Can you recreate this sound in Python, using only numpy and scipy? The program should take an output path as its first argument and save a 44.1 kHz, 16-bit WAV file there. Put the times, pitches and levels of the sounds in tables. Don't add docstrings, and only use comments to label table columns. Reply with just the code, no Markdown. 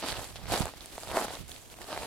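import sys
import numpy as np
from scipy import signal
from scipy.fft import rfft, irfft
from scipy.io import wavfile
from scipy.ndimage import uniform_filter1d

SR = 44100
rng = np.random.default_rng(int(sys.argv[2]) if len(sys.argv) > 2 else 0)


def int16_out(signal):
    q = np.round(np.clip(np.atleast_2d(signal).T, -1, 1) * 32767)
    wavfile.write(sys.argv[1], SR, q.astype(np.int16))


N = 90890

# pitch_hz, level_db (relative)
RUSTLE_SPECTRUM = [(24, -6), (40, 6), (163, -10), (269, -1.5), (1680, -13.5), (3470, -12), (5580, -15),
                   (10400, -16.5), (14100, -19), (16000, -25)]
# pitch_hz, shared_power (0 to 1)
RUSTLE_SHARED = [(100, 0.44), (600, 0.39), (2500, 0.2), (8000, 0.18)]
# start_s, level_db
WIND_BUFFETING = [(0, -70), (.03, -52), (.1, -52), (.13, -43), (.16, -52), (.19, -42), (.23, -56),
                  (.4, -50), (.47, -42), (.52, -38), (.58, -49), (.65, -38), (.7, -61), (.81, -56),
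                  (.86, -70), (1.05, -58), (1.08, -49), (1.15, -49), (1.24, -62), (1.29, -50), (1.375, -60),
                  (1.405, -43), (1.46, -52), (1.58, -60), (1.79, -61), (1.815, -54), (1.88, -68),
                  (1.97, -50), (2.01, -48), (2.06, -58)]
# start_s, thud_peak_db, middle_tick_peak_db, fine_tick_db (before its trims), middle_tick_pitch_hz
TWIG_SNAPS = [(0.027, -28, -33, -43, 3000), (0.1199, -40, -28, -41, 3700), (0.1255, -34, -27, -35, 1800),
              (0.1684, -33, -32, -36, 2600), (0.244, -46, -32, -29, 4500), (0.3579, -36, -33, -40, 3500),
              (0.4565, -38, -36, -44, 2000), (0.5365, -19, -30, -34, 3000), (0.5771, -27, -25, -28, 4000),
              (0.6202, -28, -25, -31, 4300), (0.656, -24, -29, -22, 1800), (0.669, -30, -34, -44, 1800),
              (0.6804, -36, -39, -38, 3000), (0.7373, -37, -42, -49, 2500), (0.8075, -51, -34, -48, 4200),
              (0.8589, -43, -34, -33, 4500), (0.9801, -26, -34, -38, 3500), (1.0023, -49, -41, -35, 3800),
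              (1.0339, -33, -29, -30, 4300), (1.0731, -34, -40, -45, 2000), (1.0825, -50, -36, -50, 4000),
              (1.0897, -33, -36, -38, 2000), (1.1056, -34, -32, -39, 3000), (1.1145, -27, -32, -36, 2500),
              (1.1535, -26, -34, -36, 2000), (1.1693, -18, -21, -28, 1800), (1.1724, -13, -33, -31, 1800),
              (1.18, -18, -32, -36, 4500), (1.2825, -28, -32, -43, 2200), (1.3057, -29, -39, -44, 1800),
              (1.3527, -40, -30, -39, 3200), (1.3698, -36, -36, -44, 2600), (1.4806, -56, -50, -39, 3700),
              (1.4944, -46, -43, -35, 3700), (1.5168, -56, -30, -34, 3700), (1.563, -50, -34, -43, 3100),
              (1.7004, -52, -41, -45, 3500), (1.7408, -42, -40, -47, 2600), (1.7873, -40, -44, -51, 1800),
              (1.8166, -41, -35, -45, 1800), (1.8429, -36, -37, -44, 3500), (1.9282, -25, -28, -36, 3600),
              (1.9633, -30, -30, -44, 1800), (1.9759, -23, -27, -35, 1800), (2.0219, -30, -32, -39, 2100),
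              (2.0326, -28, -33, -40, 2200)]
# start_s, dull_pops_level_db, middle_crackle_level_db, fine_crackle_level_db
CRUSH_LEVELS = [(0, -48.5, -48, -48), (0.022, -49.5, -42.5, -53), (0.035, -33.5, -42.5, -50),
                (0.06, -40, -40, -43), (0.09, -35.5, -34, -37), (0.13, -43.5, -42, -47.5),
                (0.2, -42, -43.5, -47), (0.25, -46.5, -46.5, -46), (0.31, -58, -55.5, -55),
                (0.35, -61, -58, -58), (0.362, -55, -41.5, -45), (0.39, -53.5, -58.5, -63),
                (0.47, -48.5, -50, -58), (0.5, -38, -41, -42.5), (0.53, -28, -32, -33),
                (0.575, -32.5, -36, -38.5), (0.6, -35, -40, -37.5), (0.625, -36, -38, -42.5),
                (0.645, -45, -46.5, -51), (0.69, -44, -48.5, -48.5), (0.72, -61, -56.5, -62),
                (0.94, -57, -55, -53), (1.06, -51, -49, -49), (1.13, -37.5, -46.5, -48),
                (1.17, -30, -37.5, -37), (1.2, -31, -40.5, -39.5), (1.25, -34, -40.5, -43),
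                (1.275, -44, -47, -53), (1.35, -44.5, -46.5, -45.5), (1.385, -57, -57.5, -55.5),
                (1.475, -71, -58, -64), (1.49, -55, -52.5, -48.5), (1.6, -63, -58.5, -57.5),
                (1.79, -59.5, -102, -59), (1.815, -46.5, -49.5, -54), (1.86, -53.5, -55, -53),
                (1.93, -35.5, -42.5, -47), (1.98, -45.5, -46, -48.5), (2.06, -42.5, -46.5, -46.5)]
# (relative, per Hz)
POP_SPECTRUM = [(200, -9), (290, -5), (400, -12), (520, -8), (720, -3), (1000, -7), (1900, -12.5)]
# pitch_hz, level_db (relative)
MIDDLE_SPECTRUM = [(1500, -4.5), (2200, -8), (3200, -8), (4600, -5), (5800, -8)]
# pitch_hz, level_db (relative)
FINE_SPECTRUM = [(6000, -8), (7200, -6.5), (8700, -8), (11000, -10), (13700, -15), (15800, -33)]
# pitch_hz, left_minus_right_db
STEREO_LEAN = [(400, -1), (1400, 0.5), (3100, -6), (6800, -0.5), (15000, -2)]

RUSTLE_DB, RUSTLE_PATCHY_DB = -52, 3.2
WIND_LOW_HZ, WIND_HIGH_HZ, WIND_LUMP_DB = 44.5, 137, 2.5
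WIND_EVEN_S = 0.0454
WIND_LEFT_DB, WIND_LEFT_FOLLOWS = -61, 0.4
PUFF_S, PUFF_DB, PUFF_HZ, PUFF_CYCLES = .6058, -6.5, 175, 2.2
THUD_HZ, THUD_CYCLES = 655, 4.46
GROUND_ECHO_S, GROUND_ECHO_DB = 0.00447, -14
TICK_S, TICK_WIDTH = 0.00072, 1.285
FINE_TICK_HZ, FINE_TOP_HZ = (7000, 10500), 16000
FINE_TICK_DB, TOP_TICK_DB = 2, -3
POPS_PER_S, MIDDLE_PER_S, FINE_PER_S = 2500, 7000, 9000
BREAKS_PER_S, BREAK_SHARE = 320, .38
SPREAD_S, LEFT_LEAD_S = .00009, .00003
CUTOFF_HZ = 16200


def amp(db):
    return 10 ** (np.asarray(db) / 20)


def rms_one(x):
    return x / np.sqrt(np.mean(x ** 2) + 1e-20)


def in_time(rows):
    s, *columns = np.transpose(rows)
    return [np.interp(np.arange(N) / SR, s, column) for column in columns]


def at_hz(points, hz):
    table_hz, table_db = np.transpose(points)
    return np.interp(np.log(hz), np.log(table_hz), table_db)


def coloured(x, points):
    hz = np.arange(N // 2 + 1) * SR / N + 1
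    return irfft(rfft(x) * amp(at_hz(points, hz)), N)


def band(x, low_hz, high_hz):
    return signal.sosfilt(signal.butter(2, [low_hz, high_hz], "band", fs=SR, output="sos"), x)


def drift(rate_hz):
    pole = np.exp(-2 * np.pi * rate_hz / SR)
    wander = signal.lfilter([1], [1, -2 * pole, pole * pole], rng.standard_normal(N + SR))
    return rms_one(wander[SR:])


def ring(clicks, hz, cycles):
    pole = amp(-60 * hz / (cycles * SR))
    turn = 2 * np.pi * hz / SR
    return signal.lfilter([0, np.sin(turn)], [1, -2 * pole * np.cos(turn), pole * pole], clicks + 1e-18)


def rustle():
    white = rng.standard_normal((3, N))
    hz, share = np.transpose(RUSTLE_SHARED)
    common = coloured(white[2], np.c_[hz, 10 * np.log10(share)])
    own = coloured(white[:2], np.c_[hz, 10 * np.log10(1 - share)])
    patches = amp(RUSTLE_DB + RUSTLE_PATCHY_DB * drift(24))
    return patches * rms_one(coloured(common + own, RUSTLE_SPECTRUM))


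def wind():
    level_db, = in_time(WIND_BUFFETING)
    low = band(rng.standard_normal((2, N)), WIND_LOW_HZ, WIND_HIGH_HZ)
    low = rms_one(low * amp(WIND_LUMP_DB * drift(36)))
    low = low / np.sqrt(uniform_filter1d(low ** 2, int(WIND_EVEN_S * SR)) + 0.03)
    left_gain = amp(WIND_LEFT_DB + WIND_LEFT_FOLLOWS * (level_db - level_db.mean()))
    out = low * [left_gain, 2 * amp(level_db)]
    click = np.zeros(N)
    click[int(PUFF_S * SR)] = amp(PUFF_DB)
    out[1] += band(ring(click, PUFF_HZ, PUFF_CYCLES), 30, 700)
    return out


def snap_thud(t):
    echo = int(GROUND_ECHO_S * SR)
    decay = amp(-60 * THUD_HZ * t / THUD_CYCLES)
    rise = np.minimum(t * THUD_HZ * 4, 1)
    thud = -np.cos(2 * np.pi * THUD_HZ * t - .3) * decay * rise
    thud = thud / np.abs(thud).max()
    thud[echo:] += amp(GROUND_ECHO_DB) * thud[:-echo]
    return thud


def snaps():
    size = SR // 50
    t, out = np.arange(size) / SR, np.zeros((2, N + size))
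    thud = snap_thud(t)
    noises = rng.standard_normal((len(TWIG_SNAPS), 3, size))
    for (s, thud_db, middle_db, fine_db, hz), noise in zip(TWIG_SNAPS, noises):
        burst = (noise[:2] + noise[2]) * np.exp(-t / TICK_S)
        burst[:, 0] -= 5
        middle = band(burst, hz / TICK_WIDTH, hz * TICK_WIDTH)
        middle = middle / np.abs(middle.mean(0)).max()
        fine = band(burst, *FINE_TICK_HZ)
        fine = amp(FINE_TICK_DB) * fine / np.abs(fine.mean(0)).max()
        top = band(burst, FINE_TICK_HZ[1], FINE_TOP_HZ)
        fine = fine + amp(TOP_TICK_DB) * top / np.abs(top).max()
        i = int(s * SR)
        out[:, i:i + size] += amp(thud_db) * thud + amp(middle_db) * middle + amp(fine_db) * fine
    return out[:, :N]


def grains(per_s, spectrum, cycles, uneven_db, clump_db, spread_db):
    luck = rng.random(N)
    chance = per_s * amp(clump_db * drift(40)) / SR
    when = np.flatnonzero(luck < chance)
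    draw = rng.random((N, 3))[when]
    place = rng.standard_normal((N, 2))[when]
    size_db = uneven_db * np.minimum(-np.log(1 - draw[:, 0]), 5)
    size = amp(size_db) * np.sign(draw[:, 1] - .5)
    pitches = np.geomspace(spectrum[0][0], spectrum[-1][0], 20)
    dealt = (draw[:, 2] * len(pitches)).astype(int)
    out = 0
    for k, hz in enumerate(pitches):
        mine, clicks = dealt == k, np.zeros((2, N))
        for ear, side in enumerate((1, -1)):
            at = when[mine] + side * place[mine, 0] * SPREAD_S * SR / 2
            whole = np.clip(np.floor(at).astype(int), 0, N - 2)
            gain = size[mine] * amp(side * place[mine, 1] * spread_db / 2)
            np.add.at(clicks[ear], whole, gain * (1 - at % 1))
            np.add.at(clicks[ear], whole + 1, gain * (at % 1))
        out = out + amp(at_hz(spectrum, hz)) * hz * ring(clicks, hz, cycles)
    return rms_one(out)


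def breaks():
    size_db = 4.0 * np.minimum(rng.exponential(1, N), 3)
    size = amp(size_db) * (rng.random(N) < BREAKS_PER_S / SR)
    return -size * amp(2 * rng.standard_normal(N) * [[1], [-1]])


def crush():
    dull_db, middle_db, fine_db = in_time(CRUSH_LEVELS)
    sharp = breaks()

    def layer(litter, points, low_hz, high_hz):
        own = rms_one(band(litter, low_hz, high_hz))
        cracks = rms_one(band(coloured(sharp, points), low_hz, high_hz))
        return np.sqrt(1 - BREAK_SHARE) * own + np.sqrt(BREAK_SHARE) * cracks

    pops = grains(POPS_PER_S, POP_SPECTRUM, cycles=7.0, uneven_db=3.2, clump_db=2.0, spread_db=1.6)
    middle = grains(MIDDLE_PER_S, MIDDLE_SPECTRUM, cycles=10.0, uneven_db=2.8, clump_db=2.0, spread_db=2.6)
    fine = grains(FINE_PER_S, FINE_SPECTRUM, cycles=24.0, uneven_db=0.91, clump_db=3.6, spread_db=6.9)
    return (amp(dull_db) * layer(pops, POP_SPECTRUM, 230, 1900)
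            + amp(middle_db) * layer(middle, MIDDLE_SPECTRUM, 1300, 5800)
            + amp(fine_db) * layer(fine, FINE_SPECTRUM, 6050, FINE_TOP_HZ))


def scene():
    half_lean = np.array(STEREO_LEAN) * [1, .5]
    ground = crush() + snaps() + rustle()
    hz = np.arange(N // 2 + 1) * SR / N
    late = irfft(rfft(ground[1]) * np.exp(-2j * np.pi * hz * LEFT_LEAD_S), N)
    left = coloured(ground[0], half_lean)
    right = coloured(late, half_lean * [1, -1])
    return np.array([left, right]) + wind()


def record(dry):
    return signal.sosfilt(signal.ellip(12, .5, 70, CUTOFF_HZ, fs=SR, output="sos"), dry)


dry = scene()
out = record(dry)
int16_out(out)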